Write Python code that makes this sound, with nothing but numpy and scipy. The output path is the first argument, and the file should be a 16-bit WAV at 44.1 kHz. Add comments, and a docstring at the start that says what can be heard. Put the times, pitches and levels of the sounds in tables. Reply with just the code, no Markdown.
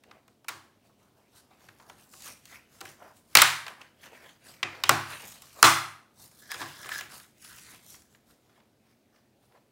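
"""A plastic pry tool works along the seam of a laptop that stands on foam on a desk, in a bare, lively room.
Room tone and faint friction of resting hands (filtered noise) run throughout; from the start the tool ticks,
and strokes of gritty noise scrape in the seam, rustle as rubber gloves and drag on the foam. Clips snap loose
from 0.48 s, loudest at 3.4, 4.9 and 5.6 s: noise bursts in a resonant shell excite decaying modes and a room
tail, and the loudest are flattened at their peaks. From 6.4 to 7 s the blade chatters; then ever fainter
strokes remain."""
import sys
import numpy as np
from scipy import signal
from scipy.fft import rfft, irfft, next_fast_len
from scipy.io import wavfile
from scipy.ndimage import uniform_filter1d, map_coordinates

SR = 44100
rng = np.random.default_rng(int(sys.argv[2]) if len(sys.argv) > 2 else 0)


def output_pcm(signal):
    """Save a mono or channel-first signal as 16-bit PCM at the path in sys.argv[1].

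    Samples are clipped to [-1, 1] before scaling.
    """
    pcm = np.clip(np.atleast_2d(signal).T, -1, 1) * 32767
    wavfile.write(sys.argv[1], SR, np.round(pcm).astype(np.int16))


N = 428211

# Room tone spectrum: (frequency [Hz], relative density [dB per Hz])
AIR_SPECTRUM = [(15, -64), (25, -41.5), (97, -6.5), (130, -4), (170, -16.5), (206, -1.5), (285, -6.5),
                (363, -7.5), (416, -10), (489, -11.5), (714, -12.5), (796, -17), (1130, -28.5), (3620, -28),
                (16000, -39.5)]
AIR_DB = -68

# Strokes of sliding contact, levels before the mix:
# (full level from [s], hold [s], tool scrape [dB], glove rustle [dB], case on foam [dB])
STROKES = [(0.11, 0.044, -71, -94, -56.5), (0.64, 0.01, -77, -92, -64.5), (0.86, 0.0099, -73, -71, -62),
           (1.0, 0.083, -74, -76, -70), (1.18, 0.029, -77, -73, -69), (1.365, 0.0046, -57.5, -56, -64),
           (1.52, 0.013, -69, -73, -59.5), (1.61, 0.087, -64, -62.5, -63), (1.8, 0.016, -69, -62.5, -60),
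           (1.89, 0.019, -63, -58.5, -57.5), (2.0, 0.037, -63, -58.5, -58), (2.136, 0.11, -63, -49.5, -65),
           (2.25, 0.021, -47.5, -40.5, -56.5), (2.46, .05, -57, -56.5, -85),
           (2.54, 0.018, -50.5, -57.5, -57.5), (2.734, .02, -59.5, -56.5, -71),
           (2.86, 0.022, -52, -49, -51), (3.016, 0.064, -60, -67, -53.5), (3.17, .01, -68, -60, -79),
           (3.325, 0.014, -59.5, -58, -72), (3.682, 0.0047, -55.5, -56, -47.5),
           (3.814, 0.0056, -55.5, -68.5, -52), (4.04, 0.015, -48.5, -55.5, -54),
           (4.13, 0.037, -54, -62, -53), (4.23, 0.069, -56.5, -62, -60.5), (4.46, 0.082, -51, -55.5, -59.5),
           (4.7, 0.3, -54, -73.5, -49.5), (5.0, 0.24, -46, -52.5, -50), (5.11, 0.025, -40.5, -45, -53),
           (5.28, 0.026, -57.5, -43, -67.5), (5.35, 0.011, -57.5, -60, -69), (5.43, .12, -55.5, -52.5, -71),
           (5.59, .03, -49.5, -47.5, -46), (6.2, 0.06, -68.5, -53, -68), (6.33, 0.19, -75, -55.5, -67.5),
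           (6.55, 0.13, -47, -47, -50), (6.68, 0.27, -50.5, -50.5, -55.5), (6.92, 0.072, -41, -44, -53),
           (7.11, 0.044, -51, -49, -56), (7.18, 0.054, -61.5, -55, -63.5), (7.43, 0.044, -56.5, -47, -70),
           (7.5, 0.064, -53.5, -54, -69.5), (7.58, 0.048, -48.5, -47.5, -71), (7.66, .1, -54.5, -53, -64.5),
           (7.84, 0.036, -68, -58.5, -69), (7.9, 0.054, -62.5, -48.5, -68.5),
           (8.12, 0.022, -72.5, -64.5, -74.5), (8.29, 0.024, -73, -66, -74.5),
           (8.44, 0.008, -74.5, -74.5, -73), (8.5, .08, -71.5, -79, -67.5), (8.87, .03, -71, -79.5, -77),
           (9.15, 0.019, -69.5, -90.5, -71), (9.44, 0.018, -75, -74.5, -73.5),
           (9.515, 0.062, -74.5, -80.5, -65)]
# Hands at rest on the case, before the mix, one row each for scrape, rustle and foam: (level [dB])
REST_DB = [
    [-78],
    [-85.5],
    [-79.5],
]
RISE_DB_PER_S, FALL_DB_PER_S = 351, 218  # into and out of a stroke
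FLUTTER_DB, FLUTTER_PER_S = 1.5, 25  # unsteady pressure inside a stroke

# Friction spectra of foam, tool and gloves: (frequency [Hz], relative density [dB per Hz])
FOAM_SPECTRUM = [(80, -25), (200, -10), (600, 1), (1200, -3), (2000, -14.5), (4000, -32)]
SCRAPE_SPECTRUM = [(300, -25.5), (800, -10.5), (1500, 0.5), (2500, -1.5), (5000, -8.5), (9000, -23.5)]
RUSTLE_SPECTRUM = [(1500, -33.5), (3500, -1.5), (6000, 2.5), (10000, 1.5), (16000, -3.5)]
# Rumble through foam and desk: (frequency [Hz], relative density [dB per Hz])
RUMBLE_SPECTRUM = [(25, -7), (60, 0), (120, 0.5), (300, -8), (600, -28)]

# Decay of the room: (frequency [Hz], t60 [s])
ROOM_T60 = [(100, 0.72), (400, 0.34), (1100, 0.49), (3000, 0.47), (7700, 0.41), (11000, 0.48),
            (16000, 0.38)]
# Colour of the echo: (frequency [Hz], relative level [dB])
WALL_COLOUR = [(100, 0.5), (500, -1), (1200, 0), (4000, -3), (6000, -2.5), (9000, -2), (12000, -5),
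               (16000, -4.5)]

# The tool's edge ticking on the case; treble and thump are relative to the burst:
# (time [s], burst peak [dB], pitch [Hz], treble [dB], thump [dB])
TICKS = [(0.036, -47.5, 1820, 0, -24), (0.111, -38.5, 1240, -32, -38), (0.279, -49.5, 1200, 3.5, -7),
         (0.444, -47.5, 1040, 0, -19), (0.544, -45.5, 1050, -14, -1.5), (1.686, -38.5, 1560, -9, -15),
         (1.798, -47.5, 1410, -13, -30), (1.897, -37.5, 1530, -6, -13), (2.136, -42.5, 1070, 1, -10.5),
         (2.202, -48, 5900, -11, -30), (2.221, -44, 4040, 12, -26), (2.27, -37.5, 2340, -2, -32),
         (2.454, -45.5, 3970, 10, -34), (2.806, -37.5, 3950, 0, -4), (2.811, -31, 1280, -0.5, -11),
         (2.853, -35, 1650, -5, -23), (2.897, -54, 1600, -5, -21), (3.064, -68, 902, -16, -20),
         (3.665, -28, 1010, -19, -34), (3.68, -26, 1710, -14, -43.5), (3.814, -35.5, 2440, -11, -21),
         (5.267, -47.5, 3194, -1.5, -36.5), (5.321, -42.5, 5700, 8, -41.5), (5.42, -43, 6130, 10, -22),
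         (6.313, -54, 6000, 11, -27), (6.505, -38.5, 1650, -5, -45), (6.516, -27, 1690, 1, -22.5),
         (6.543, -29.5, 1650, -8, -11), (6.604, -33, 1660, -9, 0.5), (6.845, -34.5, 1700, -13, -9),
         (6.858, -33, 1700, -8, -15), (6.89, -27, 1590, -7.5, -28), (6.921, -27.5, 1540, -21, -38),
         (6.98, -37, 1880, 10.5, -42), (7.009, -27, 2280, -7, -18.5), (7.199, -42.5, 2130, 5.5, -32),
         (7.446, -39, 3330, 1.5, -27), (7.474, -45, 4990, 1, -33), (7.583, -44, 2530, 7, -33),
         (7.942, -42, 1885, -8, -28.5), (8.019, -53, 5800, 10, -27.5), (8.147, -47, 1865, -22, -28.5),
         (8.308, -54.5, 4300, 11.5, -22), (8.6, -57, 1895, -18, -22.5), (9.16, -57.5, 1795, -20, -24),
         (9.52, -56.5, 1197, -17.5, -19)]
TICK_ROOM_DB, TICK_MS, TICK_PANEL_DB = 10.5, 16.3, -24  # the same for every tick
# Clips letting go; every level after the burst peak is relative to it: (time [s], burst peak [dB],
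# pitch [Hz], treble [dB], thump [dB], room [dB], length [ms], panel ring [dB])
SNAPS = [(0.483, -23.5, 1970, -6, -43, 9, 31, -27), (0.489, -28, 1130, -3, -16.5, 20.5, 36, -23),
         (3.352, 2.5, 2000, -3, -26, 14.5, 18, -29), (3.371, 3, 3700, -8.5, -43, 15.5, 12, -27),
         (3.385, -8.5, 2030, -13, -46, 18, 20, -30), (3.418, -1.5, 1670, -3, -30.5, 16, 27.3, -28),
         (4.629, -13, 2225, -42, -18, 11.5, 22, -20.5), (4.837, -12, 2800, -11.5, -23.5, 12.5, 17, -18),
         (4.893, -0.5, 1130, -8.5, -15, 12.5, 16.8, -32.5),
         (5.628, 3.5, 1140, -4.5, -18.5, 21, 13.3, -20.5), (6.615, -24, 1040, -19, -15, 11, 36, -15)]
# Bright crack of an impact: (frequency [Hz], relative density [dB per Hz])
CRACK_SPECTRUM = [(300, -30), (1500, -25.5), (4000, 1.5), (8500, 2), (12000, -3.5), (16000, 0)]
# Modes of the loosened panel, then low modes of desk and room: (frequency [Hz], relative level [dB], t60 [s])
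PANEL_MODES = [(1025, 0.5, 0.42), (1120, -1, 0.36), (1280, -7.5, 0.24), (1407, -5, 0.085),
               (1650, -15, 0.32), (1860, -10.5, 0.4), (2053, -13.5, 0.35), (2280, -10, .14)]
DESK_MODES = [(101.44, -13.5, 0.62), (140, -17, 0.61), (217, -23.5, 0.32), (276, -17.5, 0.38),
              (342.4, -12, 0.44), (398.3, -13.5, 0.25), (505, -5.5, 0.086), (632, -14, 0.22),
              (771, -11, 0.31)]

# The blade chatters as it slides back along the seam, before the mix: (full level from [s], hold [s], level [dB])
CHATTER = [(6.43, 0.077, -52.5), (6.505, .015, -39.5), (6.545, 0.015, -36), (6.605, 0.035, -37.5),
           (6.66, .11, -52), (6.79, .08, -46), (6.885, .015, -44), (6.92, 0.071, -35)]
CHATTER_RISE_DB_PER_S, CHATTER_FALL_DB_PER_S = 600.5, 500  # the blade bites and lets go faster
# Blade resonances: (frequency [Hz], width before broadening [Hz], relative level [dB])
BLADE_MODES = [(1680, 39, 9), (2210, 21, -19), (3360, 170, -6.5), (4150, 76, -4), (5040, 150, -5)]

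TOP_HZ = 16050  # upper band limit


def amp(db):
    """Amplitude ratio: 20 dB is a factor of ten."""
    return 10 ** (np.asarray(db) / 20)


def unit(x):
    """Normalisation to unit root-mean-square amplitude."""
    return x / np.sqrt(np.mean(x ** 2) + 1e-20)


def along(points, hz):
    """Interpolation of (frequency, value) points on a logarithmic frequency axis."""
    f, v = np.transpose(points)
    return np.interp(np.log(hz + 1), np.log(f + 1), v)


def filtered(x, response):
    """Linear filtering: the spectrum is multiplied by a complex frequency response."""
    size = next_fast_len(len(x) + 4096)
    hz = np.fft.rfftfreq(size, 1 / SR)
    return irfft(rfft(x, size) * response(hz), size)[:len(x)]


def coloured(x, spectrum):
    """Spectral shaping to a given density, at unit root-mean-square."""
    return unit(filtered(x, lambda hz: amp(along(spectrum, hz))))


def resonance(f, hz, width):
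    """Damped oscillator: unit response at its natural frequency, falling on either side."""
    return 1j * f * width / (hz * hz - f * f + 1j * f * width)


def room_tone():
    """Stationary background: Gaussian noise shaped to the room's spectrum."""
    return amp(AIR_DB) * coloured(rng.standard_normal(N), AIR_SPECTRUM)


def gains(rows, rise_db_per_s, fall_db_per_s):
    """Exponential swell, hold and fade of each stroke; incoherent strokes add in power."""
    t, power = np.arange(N) / SR, 0
    for start, hold, *db in rows:
        rise = rise_db_per_s * (t - start)
        fall = fall_db_per_s * (start + hold - t)
        shape_db = np.minimum(np.minimum(rise, fall), 0)
        power = power + np.outer(amp(db), amp(shape_db)) ** 2
    knots = rng.standard_normal(int(N * FLUTTER_PER_S / SR) + 4)
    flutter_db = FLUTTER_DB * map_coordinates(knots, [t * FLUTTER_PER_S])
    return np.sqrt(power) * amp(flutter_db)


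def gritty(per_s, spread_db, life_s, smooth, patchy_db):
    """Stick-slip friction: decaying micro-slips of uneven size modulate noise whose colour drifts in patches."""
    starts = rng.random(N) < per_s / SR
    sizes = starts * amp(spread_db * rng.exponential(size=N))
    decay = np.exp(-1 / (max(life_s, 1e-4) * SR))
    slips = signal.lfilter([1], [1, -decay], sizes)
    noise = signal.stft(rng.standard_normal(N), nperseg=512)[2]
    patches = uniform_filter1d(rng.standard_normal(noise.shape), size=9, axis=0)  # across frequency
    patches = uniform_filter1d(patches, size=14, axis=1)  # across time
    patchy = signal.istft(noise * amp(patchy_db * unit(patches)), nperseg=512)[1][:N]
    return (unit(slips) + smooth) * patchy


def foam_drag(level):
    """Soft friction: sparse, long-lived slips of the case on foam, shaped to low and middle frequencies."""
    grit = gritty(200, spread_db=2.0, life_s=0.005, smooth=1.2, patchy_db=3.5)
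    return level * coloured(grit, FOAM_SPECTRUM)


def tool_scrape(level):
    """Hard friction: dense, uneven slips of the tool in the seam, strongest in the middle band."""
    grit = gritty(520, spread_db=2.97, life_s=0.0024, smooth=1.2, patchy_db=4.0)
    return level * coloured(grit, SCRAPE_SPECTRUM)


def glove_rustle(level):
    """Rubber friction: short slips of the gloves, shaped to high frequencies."""
    grit = gritty(440, spread_db=2.0, life_s=0.0015, smooth=1.3, patchy_db=3.0)
    return level * coloured(grit, RUSTLE_SPECTRUM)


def handling_rumble(scrape, rustle):
    """Structure-borne noise: low rumble follows the hand motion by a compressive power law."""
    effort = (scrape + rustle) ** 0.39
    return amp(-44.5) * effort * coloured(rng.standard_normal(N), RUMBLE_SPECTRUM)


def echo():
    """Diffuse reverberation: noise builds up after the first walls and decays at a rate set by frequency."""
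    size = SR * 3 // 5
    hz, t, z = signal.stft(rng.standard_normal(size), SR, nperseg=128)
    decay_db = -60 * t / along(ROOM_T60, hz)[:, None]
    z = z * amp(along(WALL_COLOUR, hz)[:, None] + decay_db)
    tail = signal.istft(z, SR, nperseg=128)[1][:size]
    tail = tail * np.clip((np.arange(size) / SR - 0.006) / 0.01, 0, 1)
    return tail / np.linalg.norm(tail)  # unit energy


def rubbing():
    """Superposition of direct friction, its convolution with a room tail, and structure-borne rumble."""
    scrape, rustle, drag = gains(STROKES, RISE_DB_PER_S, FALL_DB_PER_S) + amp(REST_DB)
    friction = foam_drag(drag) + tool_scrape(scrape) + glove_rustle(rustle) + blade_chatter()
    reverberant = signal.fftconvolve(friction, echo())[:N]
    return amp(-3.5) * friction + amp(-17.0) * reverberant + handling_rumble(scrape, rustle)


def shell(f, hz):
    """Thin-shell radiation: a struck resonance over a broad body, inefficient below the lowest mode."""
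    body = resonance(f, hz, 0.43 * hz) + amp(-4.5) * resonance(f, 1700, 3500)
    lowest = resonance(f, 680, 830) * 1j * f / 750
    treble_loss = (6500 / (6500 + 1j * f)) ** 3
    return body * lowest ** 2 * treble_loss


def ring(modes, t, strength_db, rough):
    """Modal decay: damped sinusoids, new strengths for every blow; loose contact makes their phase wander."""
    steps = rng.standard_normal((len(modes), len(t)))
    wander = rough * uniform_filter1d(np.cumsum(steps, axis=1), size=600, axis=1)
    blow_db = strength_db + rng.normal(0, 2, len(modes))
    total = 0
    for (hz, db, t60), extra_db, phase in zip(modes, blow_db, wander):
        total = total + amp(db + extra_db - 60 * t / t60) * np.sin(2 * np.pi * hz * t + phase)
    return total


def impact(db, hz, treble_db, thump_db, ms, panel_db):
    """Impulsive excitation: a crack and a burst in the shell set panel and desk modes ringing."""
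    t = np.arange(SR // 2) / SR
    short = t[:SR // 10]
    rise = 1 - np.exp(-short / (0.0001 * amp(-0.6 * db)))  # weak impacts start softer

    def fade(share):  # holds, then dies fast: 60 dB down after this share of the length
        return rise * amp(-60 * (short / (share * max(ms, 2) / 1000)) ** 1.97)

    crack = coloured(rng.standard_normal(len(short)), CRACK_SPECTRUM) * fade(0.4)
    burst = filtered(rng.standard_normal(len(short)) * fade(1.01), lambda f: shell(f, hz))
    panel_hz, desk_hz = np.transpose(PANEL_MODES)[0], np.transpose(DESK_MODES)[0]
    near_db = -14 * np.abs(np.log2(panel_hz / hz))  # modes near the pitch are struck hardest
    panel = (1 - np.exp(-t / 0.0014)) * ring(PANEL_MODES, t, near_db, rough=0.16)
    desk_rough = desk_hz[:, None] / 4500  # higher modes wander more
    desk = (1 - np.exp(-t / 0.008)) * ring(DESK_MODES, t, np.zeros(len(DESK_MODES)), desk_rough)
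    sound = amp(panel_db) * panel + amp(thump_db) * desk
    sound[:len(short)] += burst / np.abs(burst).max() + amp(treble_db) * crack
    return sound


def impact_room(hz, treble_db):
    """Room response to an impact: a fresh tail takes the source's spectrum and uneven narrow bands."""
    uneven_db = 1.8 * rng.standard_normal(120)  # each impact favours its own narrow bands
    band_hz = np.linspace(0, SR / 2, len(uneven_db))

    def response(f):
        source = np.abs(shell(f, hz)) + amp(treble_db - 9 + along(CRACK_SPECTRUM, f))
        return amp(np.interp(f, band_hz, uneven_db)) * source

    return filtered(echo(), response)


def ticks_and_snaps():
    """Superposition of impacts: ticks of the tool's edge and clip releases, each with its room tail."""
    out = np.zeros(N + 2 * SR)
    ticks = [(*row, TICK_ROOM_DB, TICK_MS, TICK_PANEL_DB) for row in TICKS]
    for s, db, hz, treble_db, thump_db, room_db, ms, panel_db in ticks + SNAPS:
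        at = round(s * SR)
        direct = impact(db, hz, treble_db, thump_db, ms, panel_db)
        out[at:at + len(direct)] += amp(db) * direct
        tail = impact_room(hz, treble_db)
        out[at:at + len(tail)] += amp(db + room_db) * tail
    return out[:N]


def blade_chatter():
    """Friction-driven resonance: coarse slips excite blade modes of alternating sign."""
    def blade(f):
        return sum((-1) ** k * amp(db) * resonance(f, hz, 3.3 * width)
                   for k, (hz, width, db) in enumerate(BLADE_MODES))

    level = gains(CHATTER, CHATTER_RISE_DB_PER_S, CHATTER_FALL_DB_PER_S)[0]
    grit = gritty(300, spread_db=3, life_s=0.0035, smooth=0.18, patchy_db=2.0)
    return level * unit(filtered(grit, blade))


def scene():
    """Linear superposition of room tone, friction and impacts in one channel."""
    return (room_tone() + rubbing() + ticks_and_snaps())[None]


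def record(dry):
    """Saturation and band limiting: the input overloads towards 0.9, then deep bass and top are cut."""
    clipped = dry[0] / (1 + np.abs(dry[0] / 0.9) ** 6) ** (1 / 6)

    def band(hz):
        bass_cut = (1j * hz / (55 + 1j * hz)) ** 2
        return np.clip((TOP_HZ - hz) / 300, 0, 1) * bass_cut

    return filtered(clipped, band)[None]


dry = scene()
out = record(dry)
output_pcm(out)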